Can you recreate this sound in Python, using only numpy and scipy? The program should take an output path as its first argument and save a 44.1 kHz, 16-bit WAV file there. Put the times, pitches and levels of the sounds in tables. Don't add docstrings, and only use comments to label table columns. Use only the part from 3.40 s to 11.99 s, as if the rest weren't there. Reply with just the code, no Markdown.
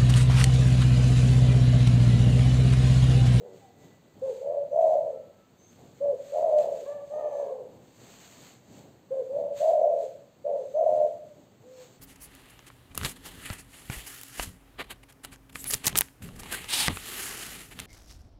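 import sys
import numpy as np
from scipy import signal
from scipy.fft import rfft, irfft, next_fast_len
from scipy.io import wavfile
from scipy.ndimage import uniform_filter1d, map_coordinates

SR = 44100
rng = np.random.default_rng(int(sys.argv[2]) if len(sys.argv) > 2 else 0)


def inscribe(sig):
    pcm = np.round(np.clip(np.atleast_2d(sig).T, -1, 1) * 32767)
    wavfile.write(sys.argv[1], SR, pcm.astype(np.int16))


N = 378819


def amp(db):
    return 10 ** (np.asarray(db) / 20)


def unit(x):
    return x / np.sqrt(np.mean(x ** 2) + 1e-20)


def along(points, hz):
    point_hz, value = np.transpose(points)
    return np.interp(np.log(hz + 1), np.log(point_hz + 1), value)


def wobble(rate):
    points = rng.standard_normal(int(N * rate / SR) + 4)
    return map_coordinates(points, [np.arange(N) * rate / SR])


def filtered(x, response):
    size = next_fast_len(N + SR // 2)
    hz = np.fft.rfftfreq(size, 1 / SR)
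    return irfft(rfft(x, size) * response(hz), size)[..., :N]


def noise(spectrum):
    white = rng.standard_normal(N)
    return unit(filtered(white, lambda hz: amp(along(spectrum, hz))))


def swells(rows, fall_db_per_s):
    t = np.arange(N) / SR
    power = np.zeros(N)
    for start, rise, hold, level_db in rows:
        before = np.maximum(start - t, 0)
        after = np.maximum(t - start - hold, 0)
        drop_db = 10 * before / rise + fall_db_per_s * after
        near = drop_db < 60
        power[near] += amp(level_db - drop_db[near]) ** 2
    return np.sqrt(power)


# pitch_hz, relative level_db (per Hz)
RUMBLE_COLOUR = [(20, -57), (35, -31), (50, -22), (90, -3), (125, 1), (200, -1), (300, -3), (500, -7),
                 (800, -12.5), (1400, -32), (3000, -42.5)]
# pitch_hz, relative level_db (per Hz)
HISS_COLOUR = [(300, 0.5), (1000, 2), (1600, -1.5), (3000, -4.5), (4500, -5), (7000, -6), (12000, -16.5),
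               (15500, -12)]
# start_s (of the hold), rise_s (per 10 dB), hold_s, level_db
RUMBLE_SWELLS = [ (0.44, .04, .02, -54), (0.78, .04, .02, -54), (2.39, .035, .07, -53),
                 (2.64, .05, .04, -54.5), (3.02, .05, .02, -57), (3.17, .05, .1, -56), (4.33, .1, .04, -53),
                 (4.63, .06, .06, -56), (4.98, .1, .04, -57), (5.3, .03, .18, -52.5), (5.96, .07, .08, -54),
                 (7.53, .04, .02, -50.5), (7.98, .05, .02, -57), ]
RUMBLE_FALL_DB_PER_S = 85


def background(rumble_db, drift_db, flicker_db, hiss_db):
    restless = amp(rumble_db + drift_db * wobble(4) + flicker_db * wobble(22))
    rumble_gain = np.hypot(restless, swells(RUMBLE_SWELLS, RUMBLE_FALL_DB_PER_S))
    return rumble_gain * noise(RUMBLE_COLOUR) + amp(hiss_db) * noise(HISS_COLOUR)


# pitch_hz, relative level_db (per Hz)
RUSTLE_COLOUR = [(200, -5), (700, 3.5), (1400, -0.5), (2500, 0), (4200, 0), (5500, 1.5), (7200, 2.5),
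                 (8500, -3), (12000, -11.5), (15500, -11)]
# start_s (of the hold), rise_s (per 10 dB), hold_s, level_db (before the overall level)
RUSTLES = [ (0.18, .1, .02, -65), (0.42, .05, .05, -67), (0.91, .11, .06, -60.5), (1.42, .08, .1, -63),
           (1.68, .08, .03, -72), (2.29, .15, .36, -68.5), (2.88, .11, .14, -58.7), (3.1, .1, .02, -64),
           (3.185, .02, .04, -57), (3.37, .15, .08, -60.5), (3.7, .12, .1, -68), (3.98, .1, .08, -65),
           (4.71, .19, .36, -55.3), (5.32, .04, .06, -60), (5.75, .06, .25, -70.5),
           (6.18, .022, .04, -50.6), (6.63, .1, .02, -60.5), (7.18, .12, .15, -68), (7.55, .18, .12, -64),
           (7.87, .04, .14, -70), (8.42, .12, .04, -58), ]
RUSTLE_FALL_DB_PER_S = 85


def rustle(level_db, grain_db, uneven_db):
    texture = amp(grain_db * wobble(400) + uneven_db * wobble(22))
    brushing = unit(noise(RUSTLE_COLOUR) * texture)
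    return amp(level_db) * swells(RUSTLES, RUSTLE_FALL_DB_PER_S) * brushing


# start_s, level_db (at the start, before the overall level)
TICKS = [(0.794, -54.5), (1.4174, -52), (3.1853, -40)]


def ticks(t60, level_db):
    t = np.arange(N) / SR
    blows = np.zeros(N)
    for start, db in TICKS:
        blows += amp(db - 60 * np.abs(t - start) / t60) * (t >= start)
    return amp(level_db) * blows * noise(RUSTLE_COLOUR)


# start_s, length_s, first_hz, last_hz, level_db (before the overall level)
WHISTLES = [ (0.05, .69, 1982, 1982, -78), (1.33, .25, 6000, 5850, -68.5), (1.66, .38, 1330, 1312, -72.5),
            (2.2, .11, 6210, 6400, -64.5), (3.68, .34, 6300, 6240, -69.5), (6.36, .2, 5900, 5800, -68.5),
            (7.2, .35, 6300, 6110, -71.5), (8.34, .07, 4350, 4250, -67), (8.35, .07, 5440, 5360, -61.5), ]
FAR_NOTES = [(0.23, .08, 795, 715, -58)]


def thin_tones(notes, waver, edge_s, flicker_db, level_db):
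    t = np.arange(N) / SR
    highest = np.max(np.array(notes)[:, 2])
    sound = np.zeros(N)
    for start, length, first, last, db in notes:
        end = start + length
        near = (t > start - edge_s) & (t < end + edge_s)
        gate = np.interp(t[near], [start - edge_s, start, end, end + edge_s], [0, 1, 1, 0])
        unsteady = 1 + waver * (first / highest) ** 2 * wobble(500)[near]
        pitch = np.interp(t[near], [start, end], [first, last]) * unsteady
        sound[near] += amp(db) * gate * np.sin(2 * np.pi * np.cumsum(pitch) / SR)
    return amp(level_db + flicker_db * wobble(25)) * sound


# start_s, swell_s, hold_s, fade_s, level_db (before surges and the overall level),
# first_hz, top_hz, last_hz (before the slides), droop (share of pitch, 0-1),
# flutter depth (0-1), overtones_db (re the tone, at the start of the note)
NOTES = [ (0.0, .01, .005, .17, -42.5, 500, 494, 455, 0, .7, -26),
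         (0.816, .025, .015, .06, -25.8, 540, 546, 524, .2, .28, -33),
         (0.995, .11, .03, .11, -27.3, 525, 578, 582, .08, .63, -37),
         (1.31, .085, .125, .23, -21, 592, 658, 528, .05, .8, -42),
         (2.604, .03, .035, .07, -24.2, 558, 580, 554, .2, .36, -36),
         (2.917, .08, .19, .25, -24.2, 574, 634, 515, .2, .88, -35),
         (3.455, .03, .035, .11, -32.8, 560, 585, 574, .03, .25, -14.5),
         (3.698, .09, .27, .2, -31, 596, 616, 482, .08, .62, -17.5),
         (5.705, .028, .025, .06, -25.3, 542, 546, 528, .19, .2, -36),
         (5.892, .09, .025, .115, -26, 535, 581, 574, .06, .65, -47),
         (6.196, .065, .19, .22, -20.8, 595, 652, 532, .05, .82, -52),
         (7.042, .025, .05, .11, -26.2, 586, 588, 548, .18, .78, -42),
         (7.337, .03, .23, .07, -23.2, 590, 634, 592, 0, .85, -43),
         (7.85, .04, .03, .02, -52, 582, 584, 582, 0, .1, -46),
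         (8.23, .09, .06, .07, -48.5, 500, 518, 494, .03, .25, -46), ]
# middle_s, half_length_s, gain_db
SURGES = [(3.162, .04, 4.8), (7.585, .05, 3.5)]
SURGE_CALM = .6
ATTACK_S, RELEASE_S = .012, .019
SWELL_DB_PER_S, FADE_DB_PER_S = 68, 66
SCOOP, SCOOP_S = .15, .01
DROOP_S = .024
SAG_CURVE = 1.3
FLUTTER_BUILD_S = .026
REED_FADE_DB_PER_S = 18


def phrasing():
    t = np.arange(N) / SR
    notes = np.array(NOTES)
    current = np.maximum(np.searchsorted(notes[:, 0], t, side="right") - 1, 0)
    start, swell, hold, fade, level_db, first, top, last, droop, depth, reed_db = notes.T[:, current]
    age = np.maximum(t - start, 0)
    left = np.maximum(swell + hold + fade + RELEASE_S - age, 0)
    gate = np.clip(age / ATTACK_S, 0, 1) * np.clip(left / RELEASE_S, 0, 1)

    rising = np.clip(1 - age / swell, 0, 1)
    sagging = np.clip((age - swell) / (hold + fade), 0, 1) ** SAG_CURVE
    slack = SCOOP * np.exp(-age / SCOOP_S) + droop * np.exp(-left / DROOP_S)
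    pitch = (top + (first - top) * rising + (last - top) * sagging) * (1 - slack)

    fading_s = np.maximum(age - swell - hold, 0)
    level_db = level_db - SWELL_DB_PER_S * swell * rising - FADE_DB_PER_S * fading_s
    roll = depth * (1 - np.exp(-age / FLUTTER_BUILD_S))
    for middle, half_length, gain_db in SURGES:
        surge = np.exp(-((t - middle) / half_length) ** 2)
        level_db = level_db + gain_db * surge
        roll = roll * (1 - SURGE_CALM * surge)
    loudness = uniform_filter1d(amp(level_db) * gate, size=300)
    reed = amp(reed_db - REED_FADE_DB_PER_S * age)
    return pitch, loudness, np.clip(roll, 0, 1), reed


# multiple of the main pitch, relative level_db
OVERTONES = [(2, -4.5), (3, -14.2), (4, -24), (5, -28.5)]
# pitch_hz, relative level_db (per Hz)
RASP_COLOUR = [(200, -31.5), (330, -14.5), (450, 6.5), (650, 7), (880, 2), (1100, -14.5), (1400, -32.5),
               (2500, -31), (5000, -49.5)]
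# pitch_hz, gain_db
THROAT = [(300, -16), (400, 5), (480, -1), (600, -1), (690, 3), (740, -2.5), (800, -12.5), (1000, -18)]


def dove(flutter_hz, swing, rasp_db, growl_db, tone_db, crackle_db):
    pitch, loudness, roll, reed = phrasing()
    flutter = 2 * np.pi * np.cumsum(flutter_hz * (1 + .25 * wobble(70))) / SR
    depth = roll * np.clip(.85 + .3 * wobble(30), 0, 1.2)
    swell = (1 + depth * np.cos(flutter)) / np.sqrt(1 + depth ** 2 / 2)
    bend = roll ** 2 * swing * np.sin(flutter)
    jitter = (.007 + .04 * roll ** 2) * wobble(110)
    phase = 2 * np.pi * np.cumsum(pitch * (1 + bend + jitter)) / SR

    tone = filtered(loudness * swell * np.sin(phase), lambda hz: amp(along(THROAT, hz)))
    crackle = amp(crackle_db * (wobble(60) - 1))
    stack = sum(amp(db) * np.sin(round(multiple) * phase) for multiple, db in OVERTONES)
    overtones = reed * crackle * stack

    rasp_gain = amp(rasp_db) * (roll + 0.48) + amp(growl_db) * roll * np.sqrt(reed)
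    rasp = rasp_gain * noise(RASP_COLOUR)
    return amp(tone_db) * (tone + loudness * swell * (overtones + rasp))


# pitch_hz, t60_s (time to drop 60 dB)
WALLS = [(150, 0.29), (600, 0.54), (2000, 0.44), (10000, 0.37)]
# centre_hz, width_hz, level_db
ROOM_MODES = [(591, 10, -12), (672, 10, -4)]


def room(x, wet_db):
    hz, t, grains = signal.stft(rng.standard_normal(SR), SR, nperseg=256)
    dying = amp(-60 * t / along(WALLS, hz)[:, None])
    tail = signal.istft(grains * dying, SR, nperseg=256)[1]
    tail = np.pad(tail / np.linalg.norm(tail), (round(.012 * SR), 0))

    def modes(f):
        total = 0
        for centre, width, db in ROOM_MODES:
            damping = 1j * f * width
            total = total + amp(db) * damping / (centre ** 2 - f ** 2 + damping)
        return total

    return x + filtered(x, modes) + amp(wet_db) * signal.fftconvolve(x, tail)[:N]


def scene():
    floor = background(rumble_db=-60, drift_db=.8, flicker_db=1.5, hiss_db=-67.4)
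    brushing = rustle(level_db=1.66, grain_db=1.2, uneven_db=1.0)
    taps = ticks(t60=.03, level_db=-4.5)
    whistles = thin_tones(WHISTLES, waver=.023, edge_s=.025, flicker_db=3, level_db=-1.5)
    far_note = thin_tones(FAR_NOTES, waver=.035, edge_s=.025, flicker_db=2, level_db=0)
    voice = dove(flutter_hz=72.9, swing=0.057, rasp_db=-33, growl_db=-.5, tone_db=1.5, crackle_db=2.2)
    sound = room(voice + far_note + whistles + taps, wet_db=-3.8)
    return (sound + brushing + floor)[None]


# low_hz, high_hz, gain_db
MIC_DIPS = [(4730, 6100, -8), (8510, 11600, -16)]
TOP_HZ = 15600


def record(dry):
    def response(hz):
        dips_db = sum(db * ((hz > low) & (hz < high)) for low, high, db in MIC_DIPS)
        return amp(dips_db) * (hz < TOP_HZ)

    return filtered(dry, response)


dry = scene()
out = record(dry)
inscribe(out)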